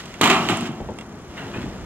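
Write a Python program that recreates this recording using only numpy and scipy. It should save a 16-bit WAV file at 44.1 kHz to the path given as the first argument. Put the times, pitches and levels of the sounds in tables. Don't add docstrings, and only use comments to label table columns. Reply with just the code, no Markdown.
import sys
import numpy as np
from scipy import signal
from scipy.fft import rfft, irfft
from scipy.io import wavfile

SR = 44100
rng = np.random.default_rng(int(sys.argv[2]) if len(sys.argv) > 2 else 0)


def to_wav(s):
    ch = np.atleast_2d(s).T
    pcm = np.round(np.clip(ch, -1, 1) * 32767)
    wavfile.write(sys.argv[1], SR, pcm.astype(np.int16))


N = 81585


def amp(db):
    return 10 ** (np.asarray(db) / 20)

def unit(x):
    return x / np.sqrt(np.mean(x ** 2) + 1e-20)

def look_up(table, hz):
    pitches, values = np.transpose(table)
    return np.interp(np.log(hz + 1), np.log(pitches + 1), values)

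def loudness(table, column):
    rows = np.array(table)
    return amp(np.interp(np.arange(N) / SR, rows[:, 0], rows[:, column]))

def add(mix, start_s, sound):
    part = mix[:, max(round(start_s * SR), 0):][:, :sound.shape[-1]]
    part += sound[..., :part.shape[-1]]

TREBLE_HZ, BASS_HZ = 3640, 356
def colour(x, tone, treble_db=0, bass_db=0):
    size = 4096
    hz = abs(np.fft.fftfreq(size, 1 / SR))
    treble = treble_db * hz ** 2 / (hz ** 2 + TREBLE_HZ ** 2)
    bass = bass_db * BASS_HZ ** 2 / (hz ** 2 + BASS_HZ ** 2)
    gain = unit(amp(look_up(tone, hz))) * amp(treble + bass)
    response = np.exp(np.conj(signal.hilbert(np.log(gain + 1e-6))))
    taps = np.fft.ifft(response).real[:size // 2]
    return signal.fftconvolve(x, taps[None], axes=1)[:, :x.shape[1]]

# pitch_hz, likeness (0 to 1)
LIKENESS = [(50, .985), (200, .995), (650, .975), (1400, .86), (3000, .82), (7000, .62), (11000, .38),
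            (16000, .28)]
def stereo(a, b):
    same = look_up(LIKENESS, np.fft.rfftfreq(len(a), 1 / SR))
    left = irfft(same * rfft(a) + np.sqrt(1 - same ** 2) * rfft(b), len(a))
    return np.array([left, a])

def noise(n):
    return stereo(*rng.standard_normal((2, n)))

def clicks(n, per_s, spread_db):
    size = amp(spread_db * np.minimum(rng.exponential(1, (2, n)), 4)) * rng.choice([-1, 1], (2, n))
    happens = rng.random((2, n)) < per_s / SR
    return unit(stereo(*(size * happens)))

def ringing(notes, t):
    return np.sqrt(2) * sum(amp(db - 60 * t / ring_s) * np.sin(2 * np.pi * (hz * t + rng.random()))
                            for hz, db, ring_s in notes)

# time_s, rumble_db, hiss_db
ROLL_LEVELS = [(0, -46, -32), (0.03, -41.5, -42), (0.19, -39.5, -45.5), (0.45, -29, -31.5),
               (0.56, -36, -35), (0.67, -40, -35), (0.71, -41, -50.5), (0.80, -37.5, -50),
               (1.05, -38.5, -55.5), (1.28, -42, -52), (1.36, -37, -43.5), (1.40, -34, -45),
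               (1.50, -34.5, -44.5), (1.565, -33, -43), (1.635, -37.5, -42.5), (1.70, -36, -46.5),
               (1.85, -35.5, -45)]
# pitch_hz, level_db
RUMBLE_TONE = [(30, -27), (80, -7), (130, -2), (210, 1), (290, -5), (380, -2.5), (520, -12.5), (680, -9.5),
               (1000, -16), (1350, -17.5), (2000, -23), (4000, -58), (16000, -54)]
HISS_TONE = [(100, -16), (600, -3.5), (1350, -1.5), (2100, -1.5), (3000, -0.5), (4400, -8), (7000, -11),
             (10000, -24.5), (16000, -26.5)]
def rolling():
    wobbles_per_s, grit_share = 35.2, 0.41
    wobble_times = np.arange(0, 2, 1 / wobbles_per_s)
    wobble_db = np.interp(np.arange(N) / SR, wobble_times, rng.standard_normal(N)[:len(wobble_times)])
    grit = np.sqrt(grit_share) * clicks(N, per_s=900, spread_db=2.5)
    hiss = colour(grit + np.sqrt(1 - grit_share) * noise(N), HISS_TONE)
    rumble = colour(noise(N), RUMBLE_TONE)
    return amp(wobble_db) * (rumble * loudness(ROLL_LEVELS, 1) + hiss * loudness(ROLL_LEVELS, 2))

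# pitch_hz, level_db
TICK_TONE = [(500, -28), (3000, -17), (7000, 7), (8500, -1), (10800, 1), (12500, -21), (16000, -12)]
def wheel_ticks():
    turns_per_s, fade_s = 32, 0.0024
    turn, part_turn = np.divmod(np.arange(N) / SR * turns_per_s, 1)
    size = amp(-51.5 - 0.2 * rng.standard_normal(N))[turn.astype(int)]
    return colour(noise(N) * size * np.exp(-part_turn / turns_per_s / fade_s), TICK_TONE)

# time_s, level_db
GUST_LEVELS = [(0, -48), (0.72, -82), (0.82, -33), (1.0, -52), (1.3, -46.5), (1.5, -57), (1.6, -33),
               (1.72, -40.5), (1.85, -37.5)]
# pitch_hz, level_db
WIND_TONE = [(10, -51), (28, -9), (50, -1), (90, -2), (200, -11.5), (1000, -48), (16000, -84)]
PARK_TONE = [(20, -31), (45, -1), (150, -4.5), (500, -7), (1300, -7.5), (2200, -18.5), (3200, -26),
             (4400, -22.5), (6500, -19.5), (8500, -32), (16000, -37)]
def air():
    gusts = noise(N) + 0.24 * rng.standard_normal((2, N))
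    wind = colour(gusts, WIND_TONE) * loudness(GUST_LEVELS, 1)
    return wind + amp(-48) * colour(noise(N), PARK_TONE)

# start_s, level_db, treble_db, ring_db, ping_db
CLINK_HITS = [(0.057, -43, 11, -20, -13), (0.141, -23, -18.5, -15, -39), (0.5047, -33, 10, -20, -5),
              (0.5711, -33.5, 13, -20, -3.5), (0.609, -36, 9, -22, -6), (0.6734, -43, 0, -9, -20),
              (0.9867, -30, -4, -8, -22), (1.0109, -37, 0, -6, -22)]
# pitch_hz, level_db
CLINK_TONE = [(200, -2), (1200, -1.5), (2150, 3), (3100, 1.5), (4600, -9.5), (7600, -6.5), (9300, -18),
              (11000, -23), (16000, -24)]
# pitch_hz, level_db, ring_s
CLINK_NOTES = [(2050, -1, 0.024), (2770, -1, 0.054), (3310, -6, 0.07)]
PING_NOTES = [(7530, 6, .024), (9140, -0.5, 0.037)]
def clinks():
    out, t = np.zeros((2, N)), np.arange(SR // 5) / SR
    tick_s, tail_s = 0.0021, 0.036
    for start_s, level_db, treble_db, ring_db, ping_db in CLINK_HITS:
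        tick = noise(len(t)) * (np.exp(-t / tick_s) + amp(-16) * np.exp(-t / tail_s))
        tuning = 1 + 0.0067 * rng.uniform(-0.8, 1)
        ring = amp(ring_db) * ringing(CLINK_NOTES, t * tuning)
        ping = amp(ping_db) * ringing(PING_NOTES, t * tuning)
        add(out, start_s, amp(level_db) * (colour(tick, CLINK_TONE, treble_db) + ring + ping))
    return out

# start_s, level_db, treble_db, bass_db, ring_db, crack_s
LANDING_BLOWS = [(0.2116, -7.5, -1, 1.5, -6, 0.0016), (0.2134, -9, 10.5, -1, -5, 0.0023),
                 (0.2331, -12, 2.5, 2, -3, 0.004), (0.2385, -12, 2.5, -6, -1, 0.0053),
                 (0.2428, -14.5, 9.5, -12.5, -0.5, 0.0015), (0.2525, -18, -2, -9.5, 2.5, .003),
                 (0.2586, -17.5, -12, 0.5, -3.5, 0.0012), (0.2757, -16.5, -1, -6, 0.5, 0.0034),
                 (0.2990, -7.5, -1, -14.5, -3.5, 0.0048), (0.3035, -9.5, -9, -13.5, 1, 0.0033),
                 (0.3222, -21, -8, -2, 1.5, .003), (0.330, -14.5, -3, -20, -9, .004),
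                 (0.4880, -10, 4.5, -6, -12, 0.00086), (0.4915, -17.5, 3, 2, -8, 0.0016),
                 (0.4950, -19.5, 5, 1.5, -6.5, .0015), (0.4980, -13, -7.5, 4.5, -6, 0.0034),
                 (0.5095, -23, -2, 7, -0.5, 0.0048), (0.5383, -26, -4, 0, -7.5, .001),
                 (0.6550, -26.5, -9, -23, -1.5, 0.0033)]
# pitch_hz, level_db
CRACK_TONE = [(30, -24), (90, 0.5), (220, 0.5), (380, 4.5), (520, -3), (750, -3), (1200, -1.5), (1600, -5),
              (2900, -5.5), (4200, -10), (5300, -23.5), (7000, -13.5), (10000, -30), (16000, -31)]
# pitch_hz, level_db, ring_s
DECK_NOTES = [(718, -4, 0.023), (1270, -5, 0.04), (2100, -12, 0.0093), (2885, -4, 0.02),
              (3150, -3.5, 0.021)]
def landing():
    out, t = np.zeros((2, N)), np.arange(SR) / SR
    attack_s, ring_rise_s, rattle_fade_s = 0.000088, 0.0021, 0.049
    attack, ring_rise = 1 - np.exp(-t / attack_s), 1 - np.exp(-t / ring_rise_s)
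    for start_s, level_db, treble_db, bass_db, ring_db, crack_s in LANDING_BLOWS:
        crack = noise(SR) * np.exp(-t / crack_s) * attack
        clang = amp(-10.5) * ringing(DECK_NOTES, t) * attack
        rattle = clicks(SR, per_s=220, spread_db=3) * amp(ring_db - 12) * np.exp(-t / rattle_fade_s)
        ring = (ramp_echo(treble_db, bass_db) + frame_ring(t, bass_db)) * ring_rise
        clatter = colour(crack + rattle, CRACK_TONE, treble_db, bass_db)
        add(out, start_s, amp(level_db) * (clatter + clang + amp(ring_db) * ring))
    return out + deck_boom(out)

# pitch_hz, level_db
ECHO_TONE = [(30, -35), (75, -17), (160, -2), (270, -3), (390, -3), (520, -17), (700, -1.5), (1000, -4.5),
             (1220, 1), (1550, -8), (2200, -3.5), (3100, -4), (4200, -15.5), (5300, -21.5), (7300, -22),
             (10000, -34.5), (16000, -39)]
# pitch_hz, ring_s
ECHO_TIMES = [(100, 1.75), (300, 1.23), (700, 0.75), (1400, 0.49), (3000, 0.35), (8000, 0.4), (16000, 0.48)]
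def ramp_echo(treble_db, bass_db):
    hz, t, bands = signal.stft(noise(SR), SR, nperseg=256)
    fade = amp(-60 * t / look_up(ECHO_TIMES, hz)[:, None])
    echo = signal.istft(bands * fade, SR, nperseg=256)[1][:, :SR]
    return amp(-6.5) * colour(echo, ECHO_TONE, treble_db / 2, bass_db)

# pitch_hz, level_db, ring_s
FRAME_NOTES = [(167, -9, 0.9), (232.8, -4.5, 1.12), (318.8, -2, 1.03), (383.4, 0, 0.44),
               (657.4, -4.5, 0.38), (670, -2, 0.69), (766, -9, 0.95), (878, -8, 1.05), (930, -3.5, 0.39),
               (1053, -5, 0.79), (1150, -1, 0.6), (1238, -9, 0.44), (1317, -3.5, 0.62), (1392, -17, 0.6),
               (2810, -6, 0.74), (3130, -10.5, 0.92)]
def frame_ring(t, bass_db):
    wavers_per_s, waver_share = 70.2, 0.0074
    notes = [(hz, db + bass_db * (hz < BASS_HZ) / 2, ring_s) for hz, db, ring_s in FRAME_NOTES]
    drift = np.interp(t * wavers_per_s, np.arange(256), rng.standard_normal(256))
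    uneven_time = t + waver_share * np.cumsum(drift) / SR
    return amp(-21) * ringing(notes, uneven_time)

def deck_boom(blows, pitch_hz=237, width_hz=26):
    return signal.lfilter(*signal.iirpeak(pitch_hz, pitch_hz / width_hz, SR), blows)

# start_s, level_db, knock_db
JOINT_BUMPS = [(0.5100, -13, -18), (0.5389, -24, -28), (0.6240, -20, -31), (0.6920, -21.5, -30),
               (0.8035, -25.5, 1.5), (0.8885, -30, 8.5), (0.899, -26.5, -28), (1.5600, -24, -4.5),
               (1.583, -22.5, -9), (1.639, -20.5, -31), (1.6600, -23.5, -22)]
# pitch_hz, level_db
THUD_TONE = [(30, -27), (70, -17.5), (120, 1.5), (220, 4), (370, -2), (520, -17), (850, -18), (1300, -35.5),
             (3000, -34), (16000, -68)]
KNOCK_TONE = [(100, -30), (380, 7), (520, 4), (880, 1), (1250, -24), (3000, -25), (16000, -69)]
def thuds():
    out, t = np.zeros((2, N)), np.arange(SR // 3) / SR
    thud_tail_s, knock_tail_s = 0.032, 0.026
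    push = (t == 0) * np.sqrt(0.001 * SR)
    for start_s, level_db, knock_db in JOINT_BUMPS:
        thud = colour(push + noise(len(t)) * amp(-8) * np.exp(-t / thud_tail_s), THUD_TONE)
        knock = colour(push + noise(len(t)) * amp(-8) * np.exp(-t / knock_tail_s), KNOCK_TONE)
        add(out, start_s, amp(level_db) * (thud + amp(knock_db) * knock))
    return out

# start_s, fade_s, level_db, squeal_hz
TURN_SCRUBS = [(1.367, 0.056, -31, 2710), (1.534, 0.057, -32, 2480), (1.612, 0.023, -35, 3300)]
# pitch_hz, level_db
SCRUB_TONE = [(200, -1), (700, 0), (1750, 11), (2900, 1.5), (4200, -4), (5500, -21), (16000, -63)]
def scrubs():
    out, t = np.zeros((2, N)), np.arange(SR // 4) / SR
    rise_s, width_hz = 0.007, 150
    for start_s, fade_s, level_db, squeal_hz in TURN_SCRUBS:
        slips = clicks(len(t), per_s=4000, spread_db=2.9)
        squeal = unit(signal.lfilter(*signal.iirpeak(squeal_hz, squeal_hz / width_hz, SR), slips))
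        swell = (1 - np.exp(-t / rise_s)) * np.exp(-t / fade_s)
        add(out, start_s, amp(level_db) * swell * (colour(slips, SCRUB_TONE) + amp(-4.5) * squeal))
    return out

# pitch_hz, left_minus_right_db
SIDE_BALANCE = [(60, -3), (200, 0), (700, 1), (1290, 2.5), (2380, -5), (4400, -9), (8100, -9.5),
                (15000, -5.5)]
def place(x, left_treble_db=0):
    left_lead_rad, right_lead_s, changeover_hz = 0.17, 0.0001, 910
    hz = np.fft.rfftfreq(2 * N, 1 / SR)
    tilt_db = look_up(SIDE_BALANCE, hz) + left_treble_db * hz / (hz + 1000)
    delay_s = right_lead_s * hz ** 2 / (hz ** 2 + changeover_hz ** 2)
    left_shift = np.exp(1j * left_lead_rad - 2j * np.pi * hz * delay_s)
    sides = np.array([amp(tilt_db / 2) * left_shift, amp(-tilt_db / 2)])
    return irfft(rfft(x, 2 * N) * sides)[:, :N]

def scene():
    right = place(landing() + clinks())
    middle = place(rolling() + wheel_ticks() + scrubs() + thuds() + air(), left_treble_db=4.5)
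    return right + middle

def record(dry):
    rounded = dry / (1 + dry ** 6) ** (1 / 6)
    treble_cut = signal.firwin(255, cutoff=15900, window=("kaiser", 9), fs=SR)
    return signal.oaconvolve(rounded, treble_cut[None], "same")

dry = scene()
out = record(dry)
to_wav(out)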